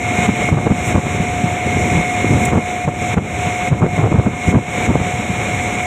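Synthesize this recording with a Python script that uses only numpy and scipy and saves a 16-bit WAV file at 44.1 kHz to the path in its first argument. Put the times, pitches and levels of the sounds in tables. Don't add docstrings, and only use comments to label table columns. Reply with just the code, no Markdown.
import sys
import numpy as np
from scipy import signal
from scipy.fft import rfft, irfft
from scipy.io import wavfile
from scipy.ndimage import uniform_filter1d, minimum_filter1d

SR = 44100
rng = np.random.default_rng(int(sys.argv[2]) if len(sys.argv) > 2 else 0)


def generate_wav(signal):
    frames = np.transpose(np.atleast_2d(signal))
    scaled = np.clip(frames, -1, 1) * 32767
    pcm = np.round(scaled).astype(np.int16)
    wavfile.write(sys.argv[1], SR, pcm)


N = 258426
T = np.arange(N) / SR
FREQS = np.maximum(np.arange(N // 2 + 1) * SR / N, 1)

# time of the peak in seconds, level in dB,
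# length in seconds, tearing in dB relative to the pressure swing.
LARGE_EDDIES = [(.292, .5, 0.0088, -13.5), (.49, -13.5, 0.0058, -2.5), (.531, -2, .021, -14.5),
                (0.579, -5, 0.013, -6.5), (.669, -9.5, 0.015, -4), (.713, -7, 0.018, -12.5),
                (0.956, -6, 0.018, -9.5), (.984, -6, 0.02, -14), (1.204, -9, 0.0093, -25),
                (1.444, -11.5, 0.013, -27), (1.96, -16.5, 0.073, -13.5), (2.247, -8.5, 0.0061, -18),
                (2.345, -12, .06, -15), (2.535, -10.5, .029, -5), (2.57, -6.5, 0.024, -7),
                (2.882, -7.5, 0.019, -7), (3.179, 3, .017, -7), (3.725, 3, 0.019, -10.5),
                (3.832, 6, 0.029, -7.5), (3.864, -2.5, 0.012, -6), (3.991, -3, .021, -6.5),
                (4.045, 0.5, 0.057, -7), (4.124, 0.5, 0.013, -2.5), (4.151, 2.5, 0.02, -12.5),
                (4.191, 3, .022, -12.5), (4.269, 2.5, .019, -10), (4.336, -11.5, 0.0087, -10),
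                (4.485, -6, 0.015, -17), (4.56, 1, 0.041, -11.5), (4.901, -5.5, 0.03, -11.5),
                (4.958, -3, 0.013, -9), (5.016, -9, 0.007, -13), (5.306, -17.5, 0.024, -10)]
# frequency in Hz, relative level in dB.
TEAR_SPECTRUM = [(20, -60), (120, -18), (250, 6), (450, 5.5), (700, -3), (1200, -7), (1700, -18.5),
                 (2500, -20.5), (4000, -44), (8000, -97)]
# frequency in Hz, relative level in dB.
RUMBLE_SPECTRUM = [(12, -60), (25, -45), (45, -9.5), (70, -2), (100, 6), (150, -3), (220, 0), (300, -6),
                   (500, -10.5), (1000, -28.5), (2000, -49), (6000, -96)]
# time in seconds, rolling gain in dB, turbulence in dB.
RIDE_LEVELS = [(0, -5.5, -22), (.28, 2.5, -15.5), (.7, -6, -25), (.9, -0.5, -17), (1.05, -3.5, -19.5),
               (1.6, -4.5, -19.5), (1.85, -0.5, -14), (2.15, -2.5, -22.5), (2.35, -0.5, -12),
               (2.8, -6, -24.5), (3.25, -.5, -14.5), (3.6, -4, -24.5), (4.0, 5, -13), (4.65, -3, -24),
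               (4.85, -0.5, -16.5), (5.25, -5, -22.5), (5.5, -1.5, -18), (5.86, -2.5, -24)]
# frequency in Hz, relative level in dB.
ROAR_SPECTRUM = [(30, -26), (90, -7), (220, -12), (400, 0), (700, 1), (1000, -3.5), (1500, -6),
                 (1900, -5.5), (2700, -7), (3200, -12), (3700, -10), (4300, -19.5), (5500, -78),
                 (9000, -62)]
# frequency in Hz, rough width in Hz, relative level in dB.
WHEEL_RESONANCES = [(2208, 350, 5.5), (2414, 47, 1.5)]
# time in seconds, level in dB.
WHINE_LEVELS = [(0, -29), (.2, -23.5), (.45, -24.5), (.9, -27.5), (1.3, -25), (2.45, -23), (2.8, -24),
                (3.6, -24.5), (3.95, -14.5), (4.45, -24), (5.2, -26.5), (5.86, -24.5)]
# frequency in Hz, relative level in dB.
AIR_SPECTRUM = [(1500, -60), (3000, -42), (5200, -4.5), (6000, -2.5), (7000, 2.5), (7900, 0), (8600, -5),
                (9300, -16.5), (10000, -13.5), (11500, -18.5), (13000, -20), (13900, -32), (15500, -28)]
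# time of the peak in seconds, level in dB, length in seconds.
SHARP_HISSES = [(0.88, -33.5, 0.049), (2.43, -36, .07), (2.456, -24, 0.0089)]
# frequency in Hz, relative level in dB.
SHARP_HISS_SPECTRUM = [(2000, -60), (5000, -14), (7500, 8), (9500, -4), (12500, -10), (14000, -13),
                       (15500, -10)]


def undb(db):
    return 10 ** (np.asarray(db) / 20)


def curves(table):
    times, *columns = np.transpose(table)
    return [np.interp(T, times, column) for column in columns]


def colour(points):
    hz, db = np.transpose(points)
    return undb(np.interp(np.log(FREQS), np.log(hz), db))


def noise(gain):
    x = irfft(rfft(rng.standard_normal(N)) * gain, N)
    return x / x.std()


def drift(rate_hz):
    return noise(np.exp(-(FREQS / rate_hz) ** 2))


def bell(t, width):
    return .5 ** ((2 * t / width) ** 2)


def buffets(wind_db, swing_hz=175.85, pitch_scatter=0.1179, wake_gain=0.17, wake_s=0.047, crackle=0.97):
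    out = np.zeros(N)
    offsets = np.arange(-SR // 10, SR // 5)
    t = offsets / SR
    unevenness = np.exp(.36 * drift(180) - .06)
    tearing = noise(colour(TEAR_SPECTRUM)) * undb(3 * drift(250))
    low_rumble = noise(colour(RUMBLE_SPECTRUM) / (1 + (FREQS / 160) ** 4))
    shove = np.tanh(low_rumble) * undb(-2.5)
    eddies = LARGE_EDDIES + weak_eddies(wind_db)
    for peak_s, db, length_s, tear_db in eddies:
        start_phase, detune = rng.uniform(-0.999, 1, 2)
        at = np.clip(int(peak_s * SR) + offsets, 0, N - 1)
        hz = swing_hz * (1 + pitch_scatter * detune) * unevenness[at]
        swing = np.sqrt(2) * np.sin(np.pi * start_phase + 2 * np.pi * np.cumsum(hz) / SR)
        tear = tearing[at] * (1 + crackle * (swing ** 2 - 1)) * undb(tear_db)
        wake = wake_gain * bell(t - wake_s / 2, 2 * wake_s)
        out[at] += undb(db) * (bell(t, length_s) + wake) * (swing + shove[at] + tear)
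    return out


def weak_eddies(wind_db, per_second=7, scatter_db=2.5, length_s=0.013, tear_db=-12):
    count = int(per_second * N / SR)
    timing, strength = rng.random((count, 2)).T
    at = ((np.arange(count) + timing) * N / count).astype(int)
    levels_db = wind_db[at] + scatter_db * (2 * strength - 1)
    return [(peak_s, db, length_s, tear_db) for peak_s, db in zip(T[at], levels_db)]


def slipstream(wind_db, flutter_db=2.0, swing_limit=1.3):
    rumble = noise(colour(RUMBLE_SPECTRUM)) * undb(flutter_db * drift(18))
    return swing_limit * np.tanh(rumble / swing_limit) * undb(wind_db)


def wheels(rolling_db, roar_db=-23.5, ring_db=-25.0, waver_db=1.0):
    roar = noise(colour(ROAR_SPECTRUM)) * undb(roar_db + waver_db * drift(18))
    resonances = sum(undb(db) / (1 + ((FREQS - hz) / (0.63 * width_hz)) ** 2) ** 1.28
                     for hz, width_hz, db in WHEEL_RESONANCES)
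    ring = noise(resonances) * undb(ring_db)
    return (roar + ring) * undb(rolling_db)


def drive_whine(rolling_db, start_hz=718.2, rise_hz_per_s=.85, shaft_hz=37.55, throb=0.25):
    hz = (start_hz + rise_hz_per_s * T) * (1 + .0008 * drift(20))
    phase = 2 * np.pi * np.cumsum(hz) / SR
    shaft_angle = 2 * np.pi * np.cumsum(shaft_hz * (1 + 0.0555 * drift(4.4))) / SR
    fundamental = np.sin(phase) * undb(curves(WHINE_LEVELS)[0] + 1.4 * drift(10.6))
    swell_db = 2.5 * np.cos(2 * np.pi * (T - 0.18) / 1.99)
    third = np.sin(3 * phase) * undb(rolling_db - 28.5 + swell_db + 2 * drift(21))
    return np.sqrt(2) * (fundamental + third) * (1 + throb * np.sin(shaft_angle))


def air_hiss(rolling_db, base_db=-32.0, follow=0.93, waver_db=0.6):
    return noise(colour(AIR_SPECTRUM)) * undb(base_db + follow * rolling_db + waver_db * drift(25))


def sharp_hisses():
    envelope = sum(undb(db) * bell(T - peak_s, length_s) for peak_s, db, length_s in SHARP_HISSES)
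    return noise(colour(SHARP_HISS_SPECTRUM)) * envelope


def scene():
    rolling_db, wind_db = curves(RIDE_LEVELS)
    train = wheels(rolling_db) + air_hiss(rolling_db) + drive_whine(rolling_db) + sharp_hisses()
    return (train + slipstream(wind_db) + buffets(wind_db))[None]


def limiter(x, ceiling_db, ahead_s, hold_s, release_db_per_s, ramp_s, depth):
    needed_db = depth * np.minimum(ceiling_db - 20 * np.log10(np.abs(x) + 1e-9), 0)
    ahead, hold = int(ahead_s * SR), int(hold_s * SR)
    held_db = minimum_filter1d(needed_db, ahead + hold + 1, origin=(hold - ahead) // 2)
    climb_db = release_db_per_s * T
    gain_db = np.minimum.accumulate(held_db - climb_db) + climb_db
    return x * undb(uniform_filter1d(gain_db, int(ramp_s * SR)))


def record(dry, bass_cut_hz=49, notch_hz=4780, notch_width_hz=620, notch_floor_db=-42, top_hz=15350):
    bass_cut = 1 / np.sqrt(1 + (bass_cut_hz / FREQS) ** 6)
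    notch_band = np.exp(-2 * ((FREQS - notch_hz) / notch_width_hz) ** 2)
    notch = (1 - notch_band) ** 1.58 + undb(notch_floor_db)
    x = irfft(rfft(dry[0]) * bass_cut * notch, N)
    x = limiter(x, ceiling_db=-1.1, ahead_s=.023, hold_s=.036, release_db_per_s=63.5,
                ramp_s=.008, depth=.92)
    x = limiter(x, ceiling_db=-1.3, ahead_s=.002, hold_s=.002, release_db_per_s=1500,
                ramp_s=.003, depth=1)
    top_cut = signal.ellip(10, .2, 80, top_hz, fs=SR, output="sos")
    return signal.sosfilt(top_cut, x)[None]


dry = scene()
out = record(dry)
generate_wav(out)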